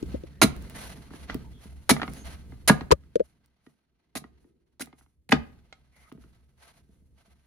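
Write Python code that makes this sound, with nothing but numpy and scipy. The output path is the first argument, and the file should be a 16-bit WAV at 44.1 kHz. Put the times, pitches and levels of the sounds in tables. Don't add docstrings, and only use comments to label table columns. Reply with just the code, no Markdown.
import sys
import numpy as np
from scipy import signal
from scipy.fft import rfft, irfft, next_fast_len
from scipy.io import wavfile

SR = 44100
rng = np.random.default_rng(int(sys.argv[2]) if len(sys.argv) > 2 else 0)


def write(x):
    x = np.atleast_2d(x).T
    wavfile.write(sys.argv[1], SR, np.round(np.clip(x, -1, 1) * 32767).astype(np.int16))


N = 328986
TIME = np.arange(N) / SR
AGE = TIME[:SR // 2]

# t/s, table rumble level/dB, rolling level/dB
ROCKING = [(0.0, -43, -43.5), (0.31, -52, -54.5), (0.62, -43.5, -45.5), (1.02, -54.5, -50.5),
           (1.91, -52.5, -61), (2.1, -46, -42), (2.39, -50, -54.5), (2.64, -52, -58.5),
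           (2.83, -50.5, -46.5), (2.95, -55, -62.5), (3.16, -64, -64.5), (3.82, -83.5, -81),
           (4.26, -80.5, -73), (5.28, -68, -76.5), (5.48, -64.5, -60.5), (5.75, -67, -71),
           (6.9, -66.5, -69.5), (7.46, -75, -73.5)]
# t/s, rubbing level/dB, fibre hiss level/dB
RUSTLE = [(0.0, -58.5, -68), (0.41, -65, -78), (0.64, -53.5, -62.5), (1.64, -65.5, -74.5), (2.16, -57, -57),
          (2.3, -61.5, -70), (3.95, -82, -96.5), (4.24, -78, -91), (5.28, -93, -99), (5.48, -68, -82.5),
          (7.1, -85.5, -87.5), (7.46, -75.5, -81.5)]
# t/s, length/s, rubbing level/dB, fibre hiss level/dB
SLIDES = [(0.12, 0.0026, -53.5, -67), (0.77, .15, -45, -51), (1.138, 0.1, -56, -63.5),
          (1.302, .005, -45, -70), (1.636, 0.0075, -54.5, -60.5), (2.138, 0.18, -54, -61),
          (2.255, 0.082, -49.5, -59.5), (3.25, .01, -73, -74), (3.668, 0.0041, -73.5, -75),
          (4.366, .01, -76, -94), (4.42, 0.019, -77, -79), (4.984, .02, -71, -70.5),
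          (5.966, 0.12, -67, -71.5), (6.209, .045, -69.5, -75.5), (6.346, 0.0054, -69, -80),
          (6.622, 0.067, -58, -65.5), (6.751, 0.0089, -66, -72), (6.901, .08, -79, -82),
          (7.183, 0.24, -69.5, -78)]
# t/s, level/dB, pitch f/Hz, scuff level/dB, scuff low-pass f/Hz, boom level/dB
BUMPS = [(0.027, -27, 310, -44, 4970, -36.5), (0.1419, -27.5, 269, -65, 3500, -38),
         (0.1455, -31.5, 536, -51, 2000, -54), (0.236, -38.5, 330, -54, 5030, -61),
         (0.235, -42.5, 520, -57, 2000, -45), (2.9069, -22, 367, -24, 1500, -37.5),
         (2.9134, -12.5, 1000, -14.5, 4730, -27), (2.92, -8, 465, -13.5, 6500, -21),
         (2.923, -20, 139, -10.5, 900, -24), (3.156, -15, 478, -32, 5000, -56),
         (3.1965, -31.5, 404, -45.5, 2940, -52), (3.2022, -16.5, 507, -41.5, 1506, -50.5)]
# t/s, length/s, pitch f/Hz, bandwidth/Hz, level/dB
SQUEAKS = [(0.29, 0.37, 1850, 210, -69), (0.744, 0.04, 1810, 300, -47.5), (1.43, 0.067, 913, 116, -62),
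           (1.527, 0.088, 3380, 300, -67), (2.165, 0.078, 6460, 251, -59), (5.925, .17, 2077, 350, -66.5),
           (6.03, 0.065, 1260, 200, -64)]
# t/s, length/s, level/dB, treble tilt above 1 kHz/(dB per octave)
CUTS = [(0.4157, 0.021, -13.5, 0), (1.8928, 0.021, -14.5, -0.5), (2.6764, 0.016, -14.5, 0.8),
        (4.1524, 0.027, -35.5, 1.5), (4.796, 0.0097, -43, -0.5), (4.806, 0.016, -34, 2.5),
        (5.2908, .003, -41, -2), (5.3084, 0.0072, -40.5, 2), (5.3196, 0.0043, -14, -6.5)]
# t/s, knock level/dB, pitch f/Hz, low-pass f/Hz, left minus right/dB, thud level/dB, thud f/Hz
BLOWS = [(0.4183, -3.5, 955, 3040, -12.5, -11, 319), (0.426, -14, 1900, 4000, -5, -13.5, 162),
         (0.4366, -11, 1530, 2950, -9, -5.5, 227.5), (1.8958, -4, 910, 2570, -2, -14, 343),
         (1.908, -9.5, 1570, 3084, -4, -6, 242), (2.682, -17, 1350, 2900, -2, -37, 300),
         (2.697, 4, 1110, 2202, -2, -1.5, 212.9), (4.154, -19, 716.7, 1700, -9.5, -27.5, 254),
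         (4.7994, -39, 1145, 1816, 0.5, -34, 285.6), (4.817, -44, 1400, 2500, -2, -33, 251),
         (5.2923, -45.5, 1400, 4000, -1, -31.5, 200), (5.3239, -4, 1200, 2880, -0.5, -5, 237),
         (5.324, -8, 2500, 5840, 2.5, -21.5, 150)]
# t/s, knock level/dB, low-pass f/Hz, thud level/dB
TAPS = [(0.649, -43.5, 1500, -47), (0.973, -44, 1500, -45), (1.106, -40, 2210, -37),
        (1.1359, -36, 1840, -35.5), (1.298, -19.5, 2400, -35), (1.344, -30, 3500, -20.5),
        (1.965, -17.5, 2040, -36), (1.9977, -22, 1700, -42), (2.0172, -14, 2330, -28.5),
        (2.031, -15, 2000, -26), (2.0782, -22.5, 2050, -33.5), (2.5217, -36, 1490, -39.5),
        (2.809, -23.5, 3020, -26.5), (3.036, -56, 3000, -64), (3.6651, -46.5, 3016, -43),
        (4.2405, -34, 1800, -39.5), (4.443, -58.5, 2500, -50), (4.872, -39, 1600, -46),
        (4.9283, -38, 1780, -45.5), (5.01, -49, 1492, -60), (5.062, -55, 1800, -66),
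        (5.726, -35.5, 6030, -62), (6.117, -39.5, 2230, -35.5), (6.1757, -53, 2000, -41.5),
        (6.239, -49, 3010, -47.5)]
# t/s, thud level/dB, rocking level/dB
TIPS = [(0.56, -37, -46.5), (0.759, -33.5, -47), (1.295, -32, -38), (1.656, -35.5, -51), (2.22, -41, -45),
        (2.46, -47, -43), (4.22, -41, -58), (6.15, -39, -53.5), (6.26, -48.5, -59), (6.893, -48, -60),
        (7.02, -55, -59), (7.28, -53, -67)]
# t/s, level/dB
SNAPS = [(0.565, -37.5), (0.624, -44), (0.6985, -36.5), (1.345, -31), (2.136, -31), (2.255, -41.5),
         (3.46, -54.5), (4.859, -40.5), (6.125, -45), (6.35, -60)]

# f ratio to its pitch, level/dB, t60/s
HOLLOW_MODES = [(1.0, 6.5, .013), (1.2, -10.5, 0.026), (.76, -7, 0.018), (0.381, -18.5, .02)]
# f ratio to its pitch, level/dB, t60/s
CONTACT_MODES = [(.52, -11, 0.015), (.78, -0.5, 0.01), (1, 0.5, 0.0085), (1.421, -7, 0.043),
                 (2.1, -9, 0.0065), (3.0, -13.5, 0.0077)]
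# f/Hz, level/dB, t60/s
SLAT_MODES = [(750, -20, 0.04), (1243, -27, 0.16), (1884, -26, .06)]
# f/Hz, level/dB, t60/s
TABLE_MODES = [(68, -24, 0.22), (142.6, -18, 0.18), (152.3, -18.5, .16), (226, -15, 0.18), (329, -20, .12),
               (430, -15, 0.067), (665, -25, 0.09)]
# f/Hz, bandwidth/Hz, level/dB
SLAT_RESONANCES = [(680, 41, 2.5), (901, 35, -4), (1290, 11, 5), (1566, 50, 2), (2030, 170, -1.5),
                   (4270, 400, -0.5), (5926, 210, 1)]
# f/Hz, bandwidth/Hz, level/dB
BLADE_RESONANCES = [(1626, 63, -6), (2050, 210, -5.5), (2740, 40, -7), (4060, 260, -4), (4730, 42, -5.5),
                    (6470, 290, -7), (9880, 400, -11), (10943, 150, -11)]

# f/Hz, relative level per Hz/dB
RUMBLE_SPECTRUM = [(15, -22.5), (30, -12.5), (52, -8), (68, 4.5), (90, -14.5), (130, -10), (250, -56.5)]
# f/Hz, relative level per Hz/dB
ROLL_SPECTRUM = [(70, -27.5), (135, 2.5), (175, 0), (230, -0.5), (320, -8.5), (500, -15), (900, -45)]
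# f/Hz, relative level per Hz/dB
RUB_SPECTRUM = [(200, -15), (450, 2), (900, 2), (2000, -2), (3000, -2), (5500, -10.5), (8000, -22.5),
                (12000, -41)]
# f/Hz, relative level per Hz/dB
HISS_SPECTRUM = [(2500, -25), (6300, -3.5), (7900, -9.5), (10200, 1), (11300, -0.5), (12400, -16.5),
                 (14200, -5.5), (16000, -26.5)]
# f/Hz, relative level per Hz/dB
TEAR_SPECTRUM = [(150, -16), (400, -7.5), (700, -3.5), (1400, -13.5), (2800, -14.5), (4100, -11),
                 (6700, -15), (7800, -18.5), (10000, -9.5), (11300, -11), (12500, -25), (14400, -17),
                 (16000, -34)]
# f/Hz, relative level per Hz/dB
CRACK_SPECTRUM = [(200, -10.5), (700, 1), (2000, -0.5), (4500, 1), (9000, -12), (16000, -26)]
# f/Hz, relative level per Hz/dB
SNAP_SPECTRUM = [(500, -20.5), (2000, -3), (6000, -8), (10500, -3), (12400, -12.5), (14300, -2.5),
                 (16500, -12.5)]
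# f/Hz, level/dB
YARD_LEVEL = [(80, -19.5), (250, -15), (700, -15.5), (1500, -18.5), (5000, -21.5), (12000, -26.5)]
# f/Hz, phase/rad
PORT_PHASE = [(120, 0.9), (280, -.35), (500, .45), (1000, 0.2), (2500, .1), (5000, 0)]

SLIDE_RISE_DB_PER_S, SLIDE_SAG_DB_PER_S, SLIDE_FALL_DB_PER_S = 445, 28.5, 172
ROCK_RISE_S, ROCK_T60_S = 0.051, 0.81
ROCK_ROLL_DB = -6
BLOW_ROCK_DB = -35
TAP_HZ, TAP_PAN_DB, TAP_THUD_HZ, TIP_HZ = 1400, -3, 258.66, 200
THUD_DELAY_S = 0.0055
BLOW_BOUNCE_T60_S, LIGHT_BOUNCE_T60_S = 0.015, 0.011
SMALL_SNAPS_PER_S, SMALL_SNAP_DB = 5.2, 13.5
HUM_PEAK_S = 4.45
CUTOFF_HZ = 16300


def from_db(db):
    return 10 ** (np.asarray(db) / 20)


def rms_one(x):
    return x / np.sqrt(np.mean(x ** 2) + 1e-20)


def at_hz(points, hz):
    f, value = np.transpose(points)
    return np.interp(np.log(np.maximum(hz, 1)), np.log(f), value)


def gains(rows):
    s, *columns = np.transpose(rows)
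    return [from_db(np.interp(TIME, s, column)) for column in columns]


def fade(t60, age=AGE):
    return np.exp(-np.log(1000) * age / t60)


def add(track, s, sound):
    i = max(round(s * SR), 0)
    track[..., i:i + sound.shape[-1]] += sound[..., :track.shape[-1] - i]


def lowpass(x, hz, order=2):
    sections = signal.butter(order, min(hz, SR / 2 - 1), fs=SR, output="sos")
    return signal.sosfilt(sections, x + 1e-18)


def colour(x, spectrum, tilt=0, size=8192):
    hz = np.maximum(np.fft.rfftfreq(size, 1 / SR), 1)
    octaves = np.log2(np.maximum(hz / 1000, 1))
    magnitude = rms_one(from_db(at_hz(spectrum, hz) + tilt * octaves))
    cepstrum = irfft(np.log(magnitude))
    cepstrum[1:size // 2] *= 2
    cepstrum[size // 2 + 1:] = 0
    impulse = irfft(np.exp(rfft(cepstrum)))
    return signal.oaconvolve(x, impulse[None], axes=-1)[:, :x.shape[-1]]


def place(x, pan_db, lag_ms):
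    t = np.arange(len(x)) / SR
    half = lag_ms / 2000
    left = np.interp(t - half, t, x) * from_db(pan_db / 2)
    right = np.interp(t + half, t, x) * from_db(-pan_db / 2)
    return np.array([left, right])


def grains(count, spread_db, alike, lag_ms):
    sizes = from_db(spread_db * np.clip(rng.standard_normal((3, count)), -2, 2))
    shared, left, right = rng.standard_normal((3, count)) * sizes
    alike = np.clip(alike, 0, 1)
    common = np.sqrt(alike) * place(shared, 0, lag_ms)
    separate = np.sqrt(1 - alike) * np.array([left, right])
    return rms_one(common + separate)


def flutter(count, per_s, depth_db):
    knots = rng.standard_normal(8192)
    wander = np.interp(np.arange(count) / SR * per_s, np.arange(len(knots)), knots)
    return from_db(depth_db * wander)


def ring(modes, pitch=1):
    out = np.zeros(len(AGE))
    for k, (f, db, t60) in enumerate(modes):
        out += (-1) ** k * from_db(db) * fade(t60) * np.sin(2 * np.pi * f * pitch * AGE)
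    return out


def swell(hz, t60):
    shape = AGE ** 2 * fade(t60)
    return shape / shape.max() * np.sin(2 * np.pi * hz * AGE)


def resonate(x, peaks):
    out = 0
    for hz, width, db in peaks:
        b, a = signal.iirpeak(hz, hz / width, SR)
        out = out + from_db(db) * signal.lfilter(b, a, x + 1e-18)
    return out


def narrow(count, hz, width_hz):
    b, a = signal.iirpeak(hz, hz / width_hz, SR)
    noise = grains(count, spread_db=2.5, alike=0.42, lag_ms=0)
    return rms_one(signal.lfilter(b, a, signal.lfilter(b, a, noise)))


def rocking(lumps_per_s=14, lumps_db=2):
    spells = [(s, db) for s, _, db in TIPS]
    spells += [(s, thud_db + BLOW_ROCK_DB) for s, *_, thud_db, _hz in BLOWS]
    power = np.zeros(N)
    shape = np.minimum(AGE / ROCK_RISE_S, 1) * fade(ROCK_T60_S)
    for s, db in spells:
        add(power, s, (from_db(db) * shape) ** 2)
    rumble, roll = np.array(gains(ROCKING)) * flutter(N, lumps_per_s, depth_db=lumps_db)
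    spell = np.sqrt(power)
    return np.hypot(rumble, spell), np.hypot(roll, from_db(ROCK_ROLL_DB) * spell)


def sliding(rub_rest_db=-3, hiss_rest_db=-3):
    rest = np.array(gains(RUSTLE)) * from_db([[rub_rest_db], [hiss_rest_db]])
    power = rest ** 2
    for s, length, rub_db, hiss_db in SLIDES:
        age = TIME - s
        drop = SLIDE_RISE_DB_PER_S * np.maximum(-age, 0)
        drop += SLIDE_SAG_DB_PER_S * np.clip(age, 0, length)
        drop += SLIDE_FALL_DB_PER_S * np.maximum(age - length, 0)
        heard = drop < 60
        power[:, heard] += from_db(np.array([[rub_db], [hiss_db]]) - drop[heard]) ** 2
    return np.sqrt(power)


def handling(rumble_db=2, roll_db=-1, rub_db=-2, hiss_db=1):
    rumble, roll = rocking()
    rub, hiss = sliding()
    rumble_noise = colour(grains(N, spread_db=-2, alike=1.0, lag_ms=0.096), RUMBLE_SPECTRUM)
    roll_noise = colour(grains(N, spread_db=1, alike=0.97, lag_ms=0.27), ROLL_SPECTRUM)
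    low = from_db(rumble_db) * rumble * rumble_noise + from_db(roll_db) * roll * roll_noise
    rub_noise = colour(grains(N, spread_db=7.0, alike=0.35, lag_ms=-0.054), RUB_SPECTRUM)
    high = from_db(rub_db) * rub * rub_noise
    high += resonate(high, SLAT_RESONANCES)
    hiss_noise = colour(grains(N, spread_db=5.0, alike=0.51, lag_ms=0.2), HISS_SPECTRUM)
    high += from_db(hiss_db) * hiss * hiss_noise
    return (low + high * flutter(N, 81, depth_db=3.0)) * from_db([[-0.5], [0.5]])


def bumps(scuff_s=0.026, boom_hz=72, boom_s=0.033):
    out = np.zeros((2, N))
    for s, db, hz, scuff_db, bright_hz, boom_db in BUMPS:
        tone = sum(from_db(level) * swell(ratio * hz, t60) for ratio, level, t60 in HOLLOW_MODES)
        body = from_db(db) * tone + from_db(boom_db) * swell(boom_hz, boom_s)
        noise = rng.standard_normal((2, len(AGE)))
        scuff = rms_one(lowpass(noise, bright_hz)) * fade(scuff_s)
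        add(out, s, place(body, pan_db=5, lag_ms=0.62) + from_db(scuff_db) * scuff)
    return out


def squeaks():
    out = np.zeros((2, N))
    for s, length, hz, width_hz, db in SQUEAKS:
        stroke = np.sqrt(np.abs(np.sin(np.pi * np.minimum(AGE / length, 1))))
        add(out, s, from_db(db) * stroke * narrow(len(AGE), hz, width_hz))
    return out


def pops(length, pop_hz=1700, pop_s=0.0084, rise_per_s=130, count=6):
    out = np.zeros(len(AGE))
    shape = AGE * fade(pop_s)
    shape = shape / shape.max()
    for when, pitch, size in rng.random((count, 3)):
        start_hz = pop_hz * 2 ** (pitch - 0.5)
        phase = 2 * np.pi * start_hz * AGE * (1 + 0.5 * rise_per_s * AGE)
        add(out, when * length, (0.5 + size) * shape * np.sin(phase))
    return place(out, pan_db=-4.5, lag_ms=-0.05)


def cuts(release_s=0.03, blade_db=2, pop_db=-3):
    out = np.zeros((2, N))
    for s, length, db, tilt in CUTS:
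        stroke = fade(release_s, np.maximum(AGE - length, 0)) * flutter(len(AGE), 700, depth_db=1.5)
        fibres = grains(len(AGE), spread_db=-0.5, alike=0.5, lag_ms=-0.016)
        tear = colour(fibres * stroke, TEAR_SPECTRUM, tilt)
        add(out, s, from_db(db) * (tear + from_db(pop_db) * pops(length)))
    blade = from_db(blade_db) * resonate(out, BLADE_RESONANCES)
    return (out + blade) * from_db([[-3], [-2.5]])


def contacts():
    blows = [row[:5] for row in BLOWS]
    taps = [(s, db, TAP_HZ, bright_hz, TAP_PAN_DB) for s, db, bright_hz, _ in TAPS]
    return blows + taps


def knocks(crack_db=-8, crack_s=0.027):
    out = np.zeros((2, N))
    for s, db, hz, bright_hz, pan_db in contacts():
        modes = []
        for ratio, level, t60 in CONTACT_MODES:
            struck_ratio = ratio * (1 + 0.065 * rng.standard_normal())
            modes.append((struck_ratio, level + 2 * rng.standard_normal(), t60))
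        crack = colour(grains(len(AGE), spread_db=2, alike=0.74, lag_ms=-0.13), CRACK_SPECTRUM)
        crack = from_db(crack_db) * fade(crack_s) * crack
        slat = ring(SLAT_MODES, 1 + 0.026 * rng.standard_normal())
        wood = place(0.6 * ring(modes, hz) + slat, pan_db, lag_ms=-0.032)
        add(out, s, from_db(db) * lowpass(wood + crack, bright_hz))
    return out


def landings():
    blows = [(s + THUD_DELAY_S, db, hz, BLOW_BOUNCE_T60_S) for s, *_, db, hz in BLOWS]
    taps = [(s + THUD_DELAY_S, db, TAP_THUD_HZ, LIGHT_BOUNCE_T60_S) for s, *_, db in TAPS]
    tips = [(s, db, TIP_HZ, LIGHT_BOUNCE_T60_S) for s, db, _ in TIPS]
    return blows + taps + tips


def thuds():
    out = np.zeros(N)
    table = ring(TABLE_MODES) * (1 - fade(0.01))
    for s, db, hz, bounce_s in landings():
        add(out, s, from_db(db) * (swell(hz, bounce_s) + table))
    return place(out, pan_db=-1.23, lag_ms=0.25)


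def snaps(snap_s=0.0027):
    out = np.zeros((2, N))
    _, hiss = gains(RUSTLE)
    times = rng.uniform(0, TIME[-1], int(SMALL_SNAPS_PER_S * TIME[-1]))
    small = [(s, from_db(SMALL_SNAP_DB) * hiss[int(s * SR)]) for s in times]
    loud = [(s, from_db(db)) for s, db in SNAPS]
    for s, gain in loud + small:
        clicks = grains(SR // 20, spread_db=-4.0, alike=0.61, lag_ms=0)
        add(out, s, gain * fade(snap_s, AGE[:SR // 20]) * clicks)
    return colour(out, SNAP_SPECTRUM)


def yard(x, t60_s=0.4, damp_hz=15000, early_db=-10, early_s=0.11):
    white = rms_one(rng.standard_normal((2, len(AGE))))
    hz, spectrum, tail = np.fft.rfftfreq(len(AGE), 1 / SR), rfft(white), 0
    edges = np.geomspace(40, 20480, 19)
    for low, high in zip(edges, edges[1:]):
        centre = np.sqrt(low * high)
        band = irfft(spectrum * ((hz >= low) & (hz < high)), len(AGE))
        shape = fade(t60_s / (1 + centre / damp_hz)) * (1 - fade(0.045))
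        tail = tail + band * shape / np.linalg.norm(shape) * from_db(at_hz(YARD_LEVEL, centre))
    early = rng.standard_normal((2, len(AGE))) * fade(early_s) * (1 - fade(0.0093))
    early *= from_db(early_db) / np.linalg.norm(early[0])
    early = early - lowpass(early, 250, order=1)
    return signal.fftconvolve(x, tail + early, axes=-1)[:, :N]


def hum(hz=345, width_hz=90, peak_db=-68, fade_db_per_s=42):
    level_db = peak_db - fade_db_per_s * np.abs(TIME - HUM_PEAK_S)
    return from_db(level_db) * narrow(N, hz, width_hz)


def ports(x):
    size = next_fast_len(N + SR)
    turn = np.exp(0.5j * at_hz(PORT_PHASE, np.fft.rfftfreq(size, 1 / SR)))
    return irfft(rfft(x, size) * np.array([turn, turn.conj()]), size)[:, :N]


def scene():
    work = squeaks() + cuts() + knocks() + thuds() + snaps()
    return ports(handling() + work) + bumps() + yard(work) + hum()


def record(dry):
    rounded = 0.95 * np.tanh(dry / 0.95)
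    top_cut = signal.ellip(10, 0.2, 80, CUTOFF_HZ, fs=SR, output="sos")
    return signal.sosfilt(top_cut, rounded)


dry = scene()
out = record(dry)
write(out)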